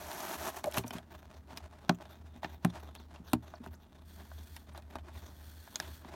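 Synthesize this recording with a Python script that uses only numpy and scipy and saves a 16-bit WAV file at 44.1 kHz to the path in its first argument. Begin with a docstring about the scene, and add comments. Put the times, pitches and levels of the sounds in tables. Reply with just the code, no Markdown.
"""A hand tears a paper sticker off a long cardboard box, then picks and rubs at the taped flap at its end.
Tearing and rubbing are showers of tiny breaks and slips, filtered by the cardboard; squeaks are sine glides.
The flap pops three times with cracks and decaying box modes; tape peels as shaped noise, with two sharp snaps.
Nails tick on the card as short ringing bursts, the hand bumps the box, and an engine drones far away."""
import sys
import numpy as np
from scipy import signal
from scipy.fft import rfft, irfft, next_fast_len
from scipy.io import wavfile
from scipy.ndimage import uniform_filter1d

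SR = 44100
rng = np.random.default_rng(int(sys.argv[2]) if len(sys.argv) > 2 else 0)


def master_out(mix):
    """Clip the mix to full scale and print it as 16-bit PCM to the path in sys.argv[1]."""
    frames = np.transpose(np.atleast_2d(mix))
    ceiling = np.clip(frames, -1, 1)
    pcm = np.round(ceiling * 32767).astype(np.int16)
    wavfile.write(sys.argv[1], SR, pcm)


N = 271215
TIME = np.arange(N) / SR

# Levels in all tables are relative.
# Pulls on the sticker. Each row: start in seconds, length in seconds, panel level in dB, fibre level in dB.
PULLS = [(0.0, 0.35, -41.5, -41.5), (0.106, 0.0037, -44, -42.5), (.202, 0.0042, -45, -47),
         (0.376, 0.11, -38.5, -39), (0.495, 0.054, -50.5, -50), (0.559, 0.011, -43.5, -44),
         (0.57, 0.018, -46.5, -47.5), (0.649, 0.072, -52.5, -63), (0.734, .006, -44.5, -40),
         (0.74, 0.019, -39.5, -49), (0.765, 0.0063, -36.5, -32), (0.782, 0.0079, -44, -46),
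         (.838, .025, -60, -63), (0.86, 0.01, -51.5, -47.5), (.926, 0.011, -44, -47),
         (0.938, 0.029, -45.5, -72)]
# Spectrum of tearing fibres. Each row: frequency in Hz, density in dB per Hz.
FIBRES = [(900, -8), (1500, -14), (2150, -7.5), (2650, -4), (3500, -4.5), (4800, -6), (5670, 0.5),
          (6600, -3.5), (7500, -6), (9700, -5.5), (10400, -7), (11300, 0), (16000, -8.5)]
PULL_ATTACK_S, PULL_SWELL_DB, PULL_RELEASE_DB_PER_S = 0.0013, 8, 500
TUG_LOW_HZ = 430  # light tugs hardly move the panel below this


def sticker():
    """Paper fibres break by the thousand, whole bundles more rarely; their tugs shake the panel beneath."""
    tug, rip = 0, 0
    for start_s, length_s, panel_db, fibre_db in PULLS:
        gain = pull(start_s, length_s, PULL_ATTACK_S, PULL_SWELL_DB, PULL_RELEASE_DB_PER_S)
        tug = np.maximum(tug, from_db(panel_db) * gain)
        rip = np.maximum(rip, from_db(fibre_db) * gain)
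    bundles = grains(per_s=280, spread_db=2.0, clump_db=2.4, clump_rate_hz=54)
    fibres = grains(per_s=7600, spread_db=2.5, clump_db=-0.5, clump_rate_hz=210)
    breaks = rms_one(fibres) + from_db(-8.5) * rms_one(bundles)
    high_pass = signal.butter(1, TUG_LOW_HZ, "high", fs=SR, output="sos")
    body = from_db(1.5) * tug * rms_one(panel(signal.sosfilt(high_pass, breaks)))
    tearing = shifting(colour(breaks, FIBRES), depth_db=2.5, rate_hz=69)
    return body + from_db(-4.5) * rip * tearing


# Sticker judders. Each row: start in seconds, length in seconds, slips per second, tone level in dB,
# fibre level in dB.
JUDDERS = [(0.641, 0.01, 720, -36, -63), (0.656, 0.009, 610, -32.5, -50.5),
           (0.667, 0.0077, 740, -33.5, -55), (0.671, 0.02, 600, -27, -56), (0.71, 0.0083, 540, -56, -50.5)]


def judder():
    """Stick and slip sing for a few uneven cycles; each slip rips some fibres."""
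    out, wobble, shake = np.zeros(N), drift(150), drift(310)
    fibres = colour(rng.standard_normal(N), FIBRES)
    for start_s, length_s, slips_hz, tone_db, fibre_db in JUDDERS:
        on = (TIME >= start_s) & (TIME < start_s + length_s)
        t = TIME[on] - start_s
        hz = slips_hz * (1 + 0.036 * wobble[on])
        slip = np.sin(2 * np.pi * np.cumsum(hz) / SR)
        tone = from_db(tone_db + 2.2 * shake[on]) * slip
        ripping = from_db(fibre_db) * (1 + slip) * fibres[on]
        envelope = np.sqrt(np.abs(np.sin(np.pi * t / length_s)))
        out[on] += envelope * (tone + ripping)
    return out


# Finger strokes over the flap. Each row: middle in seconds, length in seconds, panel level in dB, grit level in dB.
RUBS = [(1.146, 0.07, -56, -60), (1.191, 0.057, -61.5, -58), (1.244, 0.031, -55, -60),
        (1.319, 0.054, -56, -67), (1.367, 0.042, -57.5, -56), (1.532, .08, -51.5, -58.5),
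        (1.576, 0.022, -52, -44.5), (1.638, 0.074, -53, -78), (1.75, 0.18, -60.5, -74),
        (1.877, 0.092, -58.5, -54.5), (1.947, 0.018, -76, -51), (2.024, 0.052, -52, -64),
        (2.118, 0.1, -57.5, -60), (2.265, 0.023, -61.5, -72), (2.363, 0.04, -55, -62),
        (2.445, 0.034, -49.5, -50), (2.513, 0.094, -56.5, -55), (2.65, 0.091, -57, -60),
        (2.706, 0.013, -67, -45.5), (2.768, 0.065, -46.5, -61), (2.845, 0.12, -57, -57.5),
        (2.957, .02, -59, -54), (3.0, 0.047, -56.5, -54), (3.153, 0.12, -58, -72), (3.295, 0.052, -67, -45),
        (3.47, 0.068, -55.5, -54.5), (3.547, .07, -57, -65), (3.654, 0.058, -55.5, -58),
        (3.732, 0.046, -62.5, -58.5), (3.823, 0.032, -71, -56), (3.955, 0.17, -64.5, -73),
        (4.108, .06, -66.5, -62), (4.213, 0.081, -55, -65), (4.378, 0.057, -63, -56),
        (4.705, 0.07, -58, -75), (4.772, .045, -52.5, -61), (4.943, 0.087, -52, -59),
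        (5.088, 0.085, -55.5, -73), (5.208, 0.13, -55, -53), (5.733, 0.072, -74, -49.5),
        (5.85, 0.094, -52.5, -52), (6.07, 0.066, -54.5, -58), (6.152, 0.15, -49, -72)]
# Spectrum of the grit. Each row: frequency in Hz, density in dB per Hz.
GRIT = [(1100, 2), (1750, -4.5), (2200, -11.5), (2650, -1.5), (3050, -2), (3600, 5.5), (4900, -17.5),
        (5800, -5), (7500, -21.5), (9300, -12.5), (10400, -15), (12000, -6.5), (16000, -10.5)]
RESTING_DB = (-68, -74)  # panel, grit: the hand rests lightly between strokes


def fingers():
    """Skin and nails drag over the card in small uneven slips, now and then catching on an edge."""
    drag, grit = from_db(RESTING_DB)
    for middle_s, length_s, panel_db, grit_db in RUBS:
        gain = arch(middle_s, length_s)
        drag = np.maximum(drag, from_db(panel_db) * gain)
        grit = np.maximum(grit, from_db(grit_db) * gain)
    catches = grains(per_s=77, spread_db=1.5, clump_db=3.0, clump_rate_hz=2.9)
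    small_slips = grains(per_s=6000, spread_db=0.0, clump_db=4.0, clump_rate_hz=40)
    slips = rms_one(small_slips) + from_db(-7) * rms_one(catches)
    body = from_db(-0.27) * drag * rms_one(panel(slips))
    scraping = shifting(colour(slips, GRIT), depth_db=5.0, rate_hz=9.8)
    return body + from_db(-5.5) * grit * scraping


# Faint squeaks. Each row: start in seconds, length in seconds, start pitch in Hz, end pitch in Hz, # level in
# dB.
SQUEAKS = [(1.944, 0.016, 8000, 5500, -61), (2.788, 0.032, 9500, 13500, -66), (2.98, 0.02, 4800, 3400, -59),
           (3.27, 0.025, 5150, 4000, -59), (3.549, 0.018, 6300, 3500, -58), (3.735, 0.028, 3270, 8340, -63),
           (4.726, 0.023, 7700, 11900, -66)]


def squeaks():
    """Thin, unsteady tones glide briefly in pitch."""
    out, wobble = np.zeros(N), drift(360)
    for start_s, length_s, start_hz, end_hz, db in SQUEAKS:
        on = (TIME >= start_s) & (TIME < start_s + length_s)
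        along = (TIME[on] - start_s) / length_s
        hz = (start_hz + (end_hz - start_hz) * along) * (1 + 0.087 * wobble[on])
        out[on] += from_db(db) * np.sin(np.pi * along) * np.sin(2 * np.pi * np.cumsum(hz) / SR)
    return out


# The flap pops. Each row: time in seconds, ring pitch in Hz, then levels in dB of panel, crack, snap, edge,
# and the box's first, second, third and higher air modes.
POPS = [(1.893, 4070, -19, -28, -26, -39, -41.5, -30.5, -30.5, -28.5),
        (2.6469, 2740, -23.5, -34.5, -38, -32.5, -39.5, -29, -33, -33.5),
        (3.332, 2740, -23, -30, -37, -25.5, -39, -34, -26.5, -29)]
# Modes of the end flap. Each row: frequency in Hz, width in Hz, level in dB.
FLAP = [(765, 51, 6), (1040, 78, 1.5), (1303, 150, -5.5)]


def flap():
    """The flap gives way with a crack, rings briefly and pumps the air in the box."""
    out = np.zeros(N)
    clack = peak_one(resonate(signal.unit_impulse(SR // 10), FLAP), size=176)
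    for s, ring_hz, panel_db, *levels_db in POPS:
        bands_db, modes_db = [panel_db - 4.0] + levels_db[:3], levels_db[3:]
        release = crack(bands_db, ring_hz, ragged_db=-1.5, ring_db=9.0, ring_t60_s=0.02)
        add(out, s + 0.000937, from_db(-1.84) * release)
        add(out, s + .003, from_db(panel_db - 3.5) * clack)
        add(out, s, from_db(6.5) * boom(modes_db, scatter_db=3.5))
    return out


# Peeling tape. Each row: start in seconds, length in seconds, hiss level in dB.
PEELS = [(4.047, 0.054, -67.5), (4.124, 0.44, -65.5), (5.12, 0.063, -66), (5.235, .22, -67),
         (5.462, 0.49, -62.5)]
# Spectrum of the glue threads. Each row: frequency in Hz, density in dB per Hz.
TAPE = [(1100, -3), (1700, -2.5), (2500, -5), (3400, -1.5), (4400, -1), (5200, -5), (6100, -3),
        (7700, -5.5), (9300, -3), (10500, -9), (11800, -2.5), (14000, 0), (16000, -6)]
# Modes of the taut tape. 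Each row: frequency in Hz, width in Hz, level in dB.
TAUT = [(1600, 310, 5.5), (3400, 160, 2.5), (4350, 320, -3.5), (5600, 220, -9)]
PEEL_ATTACK_S, PEEL_SWELL_DB, PEEL_RELEASE_DB_PER_S = 0.01, 7.5, 138


def tape():
    """Glue threads part so densely that they merge into a fine, bright hiss, coloured by the taut tape."""
    gain = 0
    for start_s, length_s, db in PEELS:
        gain = gain + from_db(db) * pull(start_s, length_s, PEEL_ATTACK_S, PEEL_SWELL_DB, PEEL_RELEASE_DB_PER_S)
    threads = colour(rng.standard_normal(N) * from_db(2.4 * drift(170)), TAPE)
    return from_db(5.5) * gain * rms_one(threads + resonate(threads, TAUT))


# The tape snaps free. Each row: time in seconds, ring pitch in Hz, panel knock in dB, snap level in dB.
SNAPS = [(5.757, 6560, -43, -27.5), (5.8, 1680, -35, -24.5)]
SNAP_UNDER_DB, SNAP_OVER_DB = -5.5, -10  # bands under and over the snap band


def snaps():
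    """The tape lets go at once: a crack with a strong ring."""
    out = np.zeros(N)
    for s, ring_hz, knock_db, db in SNAPS:
        bands_db = [knock_db, db + SNAP_UNDER_DB, db, db + SNAP_OVER_DB]
        snap = crack(bands_db, ring_hz, ragged_db=-2.0, ring_db=14.0, ring_t60_s=0.018)
        add(out, s + 0.00059, from_db(-4.5) * snap)
    return out


# Ticks of nail and paper. Each row: time in seconds, ring pitch in Hz, panel knock in dB, crack level in dB,
# treble tilt in dB per band.
TICKS = [(.1145, 1550, -40, -39.5, -1), (.2035, 5970, -38.5, -45.5, 2), (0.397, 3500, -51, -50, 0),
         (.567, 1780, -40.5, -58, 7.5), (.641, 2230, -29.5, -37, 0.5), (.723, 1750, -64, -40, -2.5),
         (.742, 1640, -42, -35, -2), (.773, 2660, -26.5, -32, -9), (.782, 2770, -48, -32.5, 3),
         (.837, 2400, -48, -47, -16), (.842, 2220, -38, -58, -8), (.879, 6040, -55, -55, 8),
         (.9065, 3080, -37.5, -38.5, -3), (.932, 1680, -58, -45, -4), (.983, 3300, -43, -45.5, -1),
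         (1.573, 5060, -56, -39, -2), (2.001, 1680, -46, -68, -5), (2.054, 1630, -48, -54, -4),
         (2.431, 1870, -32.5, -42.5, -10), (2.445, 1790, -31.5, -32, -26), (2.951, 2660, -51, -51.5, 3),
         (3.159, 2740, -47.5, -48, -11), (3.538, 1460, -38.5, -59, -11), (3.662, 1510, -40.5, -60.5, 3),
         (4.315, 1530, -46, -55, -9), (4.564, 1900, -48, -42, -0.5), (4.7475, 1460, -44, -54, -5),
         (4.776, 4050, -42, -52, 2), (4.822, 1870, -75, -57.5, -2), (4.955, 1470, -32.5, -44, -3),
         (4.96, 1810, -43, -54, -2), (4.985, 3060, -55, -50.5, -5), (5.084, 1700, -50, -61, -4),
         (5.675, 1680, -46.5, -56, -13), (6.047, 3400, -43, -55, -7)]
LEAD_IN_DB = -19.5


def ticks():
    """Nail and paper scratch up to a small release on the surface, which then rings."""
    out = np.zeros(N)
    for s, ring_hz, knock_db, crack_db, tilt_db in TICKS:
        bands_db = [knock_db, *(crack_db + tilt_db * np.arange(3))]
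        scratch = from_db(LEAD_IN_DB) * lead_in(bands_db, rise_s=0.0041)
        tick = crack(bands_db, ring_hz, ragged_db=-0.7, ring_db=8.5, ring_t60_s=0.027)
        whole = np.concatenate([scratch, from_db(-3.0) * tick])
        add(out, s + .0007 - len(scratch) / SR, whole)
    return out


# Soft bumps of the hand. Each row: time in seconds, level in dB, tilt in dB per air mode.
BUMPS = [(.643, -49, 1), (0.774, -32, -4.5), (0.789, -49.5, 2), (.844, -52, 1), (.907, -61.5, 4),
         (.948, -42.5, -1), (1.526, -54, 0.5), (2.354, -54.5, -1.5), (2.442, -52, 3), (3.197, -46, -3),
         (3.604, -53.5, 0.5), (3.664, -50, .5), (4.951, -53, 2), (5.802, -64.5, 4), (5.885, -55.5, -1.5),
         (6.049, -57, 1)]
BUMP_DEEPEST_DB = -4.5  # a soft bump hardly reaches the deepest mode


def bumps():
    """The hand softly bumps the box and sets its air booming."""
    out, mode = np.zeros(N), np.arange(len(BOX_AIR))
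    for s, db, tilt_db in BUMPS:
        modes_db = db + tilt_db * mode + BUMP_DEEPEST_DB * (mode == 0)
        add(out, s, from_db(3.5) * boom(modes_db, scatter_db=4.0))
    return out


# Bands in which a tick rings. Each row: low edge in Hz, high edge in Hz, t60 in seconds, tail level in dB, gain in dB.
TICK_BANDS = [(512, 1700, 0.092, -26, 0.5), (1280, 4130, 0.049, -14.5, -3), (3500, 5930, 0.076, -58, -5),
              (7440, 13400, 0.047, -24.5, -5)]
# Partials of a ringing flake of card. Each row: multiple of its pitch, level in dB.
FLAKE = [(1, 7), (.81, -9), (1.13, -7), (1.74, -27)]


def crack(levels_db, ring_hz, ragged_db, ring_db, ring_t60_s, size=5000):
    """One release: a few milliseconds of breaking, a tail in each band, and a ringing flake of card."""
    t, out = np.arange(size) / SR, 0
    for k, ((low_hz, high_hz, t60_s, tail_db, gain_db), db) in enumerate(zip(TICK_BANDS, levels_db)):
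        tail = from_db(tail_db + ragged_db - 60 * t / t60_s)
        breaking = from_db(-12.5 - 60 * t / 0.0063)
        push = (t == 0) + (tail + breaking) * rng.standard_normal(size)
        if k == 0:
            push = panel(push)  # the lowest band is radiated by the panel
        band_pass = signal.butter(3, [low_hz, min(high_hz, .45 * SR)], "band", fs=SR, output="sos")
        band = signal.sosfilt(band_pass, push)
        out = out + from_db(db + gain_db) * peak_one(band, size=176)
    flake_db = np.interp(ring_hz, band_centres(), levels_db) + ring_db
    partials = sum(from_db(db - 10.5) * np.sin(2 * np.pi * ratio * ring_hz * t) for ratio, db in FLAKE)
    return out + from_db(flake_db - 60 * t / ring_t60_s) * partials


def band_centres():
    """Geometric centres of the tick bands in Hz."""
    return [np.sqrt(low_hz * high_hz) for low_hz, high_hz, *rest in TICK_BANDS]


def lead_in(levels_db, rise_s, size=900):
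    """A brief scratch that swells up to the moment of release."""
    per_hz = []
    for db, (low_hz, high_hz, *rest) in zip(levels_db, TICK_BANDS):
        per_hz.append(from_db(db) * np.sqrt(SR / 2 / (high_hz - low_hz)))
    shape = np.interp(np.fft.rfftfreq(size, 1 / SR), band_centres(), per_hz, left=0)
    noise = irfft(rfft(rng.standard_normal(size)) * shape, size)
    return noise * np.exp((np.arange(size) - size) / SR / rise_s)


# Air modes of the long box. Each row: frequency in Hz, level in dB, t60 in seconds.
BOX_AIR = [(116.2, 0.5, 0.23), (176, 1, 0.15), (242, 3, 0.12), (308.6, -3, 0.11), (383, -6, 0.11),
           (469, -9.5, 0.048)]


def boom(modes_db, scatter_db, size=12000):
    """Standing waves in the box air, alternating in sign, as for a pulse that runs to and fro inside."""
    t, out = np.arange(size) / SR, 0
    for k, (hz, db, t60_s) in enumerate(BOX_AIR):
        level_db = db + modes_db[min(k, len(modes_db) - 1)] + scatter_db * rng.standard_normal()
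        out = out + (-1) ** k * from_db(level_db - 60 * t / t60_s) * np.sin(2 * np.pi * hz * t)
    return out


# Cardboard panel modes. Each row: frequency in Hz, width in Hz, level in dB.
PANEL = [(182, 93, 3.5), (256, 99, -6.5), (345, 79, 6), (620, 68, 6.5), (681, 107, 4.5), (814, 71, 2.5),
         (906, 29, 3), (1016, 160, -15), (1460, 200, -12), (1730, 98, -59)]


def panel(x):
    """The broad cardboard face radiates what shakes it."""
    return resonate(x, PANEL)


# Close reflections off box lid and board. Each row: delay in seconds, level in dB.
REFLECTIONS = [(.000617, -23), (.00214, -30.5), (.0047, -23.5)]


def reflected(x):
    """Nearby flat surfaces add short echoes that ripple the spectrum."""
    return x + sum(from_db(db) * np.interp(TIME - delay_s, TIME, x, left=0) for delay_s, db in REFLECTIONS)


# Level of the distant drone. Each row: time in seconds, level in dB.
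DRONE = [(0.0, -55.5), (0.2, -69), (0.45, -54), (0.56, -64), (0.8, -52), (0.89, -57.5), (2.71, -55.5),
         (2.74, -51.5), (3.24, -55), (3.37, -48.5), (3.58, -58), (3.72, -48), (3.9, -67), (4.08, -53),
         (5.58, -52), (5.7, -74), (5.89, -51), (6.15, -54.5)]
DRONE_HZ = 76.2


def drone():
    """A far engine's faint tone wavers in pitch and level."""
    phase = 2 * np.pi * np.cumsum(DRONE_HZ + 1.36 * drift(4.4)) / SR
    level_db = np.interp(TIME, *np.transpose(DRONE)) + 3.9 * drift(15)
    return from_db(level_db + 3.0) * np.sin(phase)


# Spectrum of the quiet air. Each row: frequency in Hz, density in dB per Hz.
AMBIENT = [(20, -23), (40, 7.5), (90, 4.5), (140, 1.5), (240, 4.5), (400, -7.5), (500, -12.5), (800, -14.5),
           (1500, -20.5), (3000, -33), (7000, -35.5), (16000, -35.5)]
AMBIENT_DB = -60.5


def quiet_air():
    """Steady coloured noise, strongest in the bass."""
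    return from_db(AMBIENT_DB) * colour(rng.standard_normal(N), AMBIENT)


def pull(start_s, length_s, attack_s, swell_db, release_db_per_s):
    """Gain of one pull: a quick grip, a steady swell to full level as tension builds, a release."""
    t = TIME - start_s
    db = swell_db * np.minimum(t / length_s - 1, 0) - release_db_per_s * np.maximum(t - length_s, 0)
    return np.clip(t / attack_s, 0, 1) * from_db(np.maximum(db, -200))


RUB_ARCH_DB = 6  # drop at the ends of a stroke


def arch(middle_s, length_s):
    """Gain of one finger stroke, which swells and fades."""
    drop_db = RUB_ARCH_DB * (2 * (TIME - middle_s) / length_s) ** 2
    return from_db(-np.minimum(drop_db, 200))


def grains(per_s, spread_db, clump_db, clump_rate_hz):
    """Tiny slips and breaks of uneven size, arriving at random, their level swelling in clumps."""
    sizes = from_db(spread_db * np.minimum(rng.exponential(1, N), 5)) * rng.choice([-1, 1], N)
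    hits = rng.random(N) < per_s / SR
    return sizes * hits * from_db(clump_db * drift(clump_rate_hz)) + 1e-18


def shifting(x, depth_db, rate_hz, count=10):
    """The sheet bends and the contact moves, so each part of the spectrum swells and fades on its own; rms 1."""
    size = next_fast_len(N, real=True)
    spectrum = rfft(x, size)
    log_hz = np.log(np.fft.rfftfreq(size, 1 / SR) + 1)
    place = np.interp(log_hz, np.log([1200, 15000]), [0, count - 1])
    out = 0
    for k in range(count):
        band = irfft(spectrum * np.maximum(1 - np.abs(place - k), 0), size)[:N]
        out = out + band * from_db(depth_db * drift(rate_hz))
    return rms_one(out)


def resonate(x, modes):
    """Resonances in parallel, each a two-pole filter."""
    out = 0
    for hz, width_hz, db in modes:
        r = np.exp(-np.pi * width_hz / SR)
        poles = [1, -2 * r * np.cos(2 * np.pi * hz / SR), r * r]
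        out = out + from_db(db) * (1 - r * r) / 2 * signal.lfilter([1, 0, -1], poles, x + 1e-18)
    return out


def colour(x, spectrum):
    """Causal minimum-phase filter with the given spectrum; rms 1."""
    hz, db = np.transpose(spectrum)
    size = next_fast_len(N + SR // 10, real=True)
    freqs = np.maximum(np.fft.rfftfreq(size, 1 / SR), 1)
    cepstrum = irfft(np.log(from_db(np.interp(np.log(freqs), np.log(hz), db))), size)
    response = np.exp(rfft(2 * cepstrum[:size // 2], size))
    return rms_one(irfft(rfft(x, size) * response, size)[:N])


def drift(rate_hz):
    """Slow chance with spread 1: low-passed noise, computed every 40 samples."""
    r = np.exp(-80 * np.pi * rate_hz / SR)
    noise = rng.standard_normal(N // 40 + 2002)
    slow = signal.lfilter([1], [1, -2 * r, r * r], noise)[2000:]  # drop the settling
    return np.interp(np.arange(N) / 40, np.arange(len(slow)), rms_one(slow))


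def from_db(db):
    """Decibels to gain."""
    return 10 ** (np.asarray(db) / 20)


def rms_one(x):
    """Scale to unit power."""
    return x / np.sqrt(np.mean(x ** 2) + 1e-20)


def peak_one(x, size):
    """Scale so that the loudest stretch of this many samples has unit power."""
    return x / np.sqrt(uniform_filter1d(x ** 2, size, mode="constant").max() + 1e-20)


def add(out, s, x):
    """Mix a sound in at a time in seconds."""
    at = max(round(s * SR), 0)
    out[at:at + len(x)] += x[:max(N - at, 0)]


# Narrow modes of the stiff top sheet. Each row: frequency in Hz, width in Hz, level in dB.
SHEET = [(2463, 54, 1.5), (3540, 52, -21), (4190, 110, -6.5), (5520, 26, -5), (5600, 22, -11),
         (7060, 24, 3), (9400, 130, -1), (11000, 24, -46), (12100, 46, -17)]


def scene():
    """Everything but the background is close; rubs and ticks alike set the top sheet ringing."""
    friction = from_db(-0.78) * reflected(sticker() + fingers() + tape() + squeaks())
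    impacts = from_db(-1.13) * (judder() + flap() + ticks() + snaps() + bumps())
    contact = friction + impacts
    return (contact + from_db(-2.5) * resonate(contact, SHEET) + drone() + quiet_air())[None]


CUTOFF_HZ = 16200


def record(dry):
    """The microphone drops the deepest bass, and the top is cut."""
    thin = signal.sosfilt(signal.butter(2, 38, "high", fs=SR, output="sos"), dry)
    return signal.sosfilt(signal.ellip(10, .1, 80, CUTOFF_HZ, fs=SR, output="sos"), thin)


dry = scene()
out = record(dry)
master_out(out)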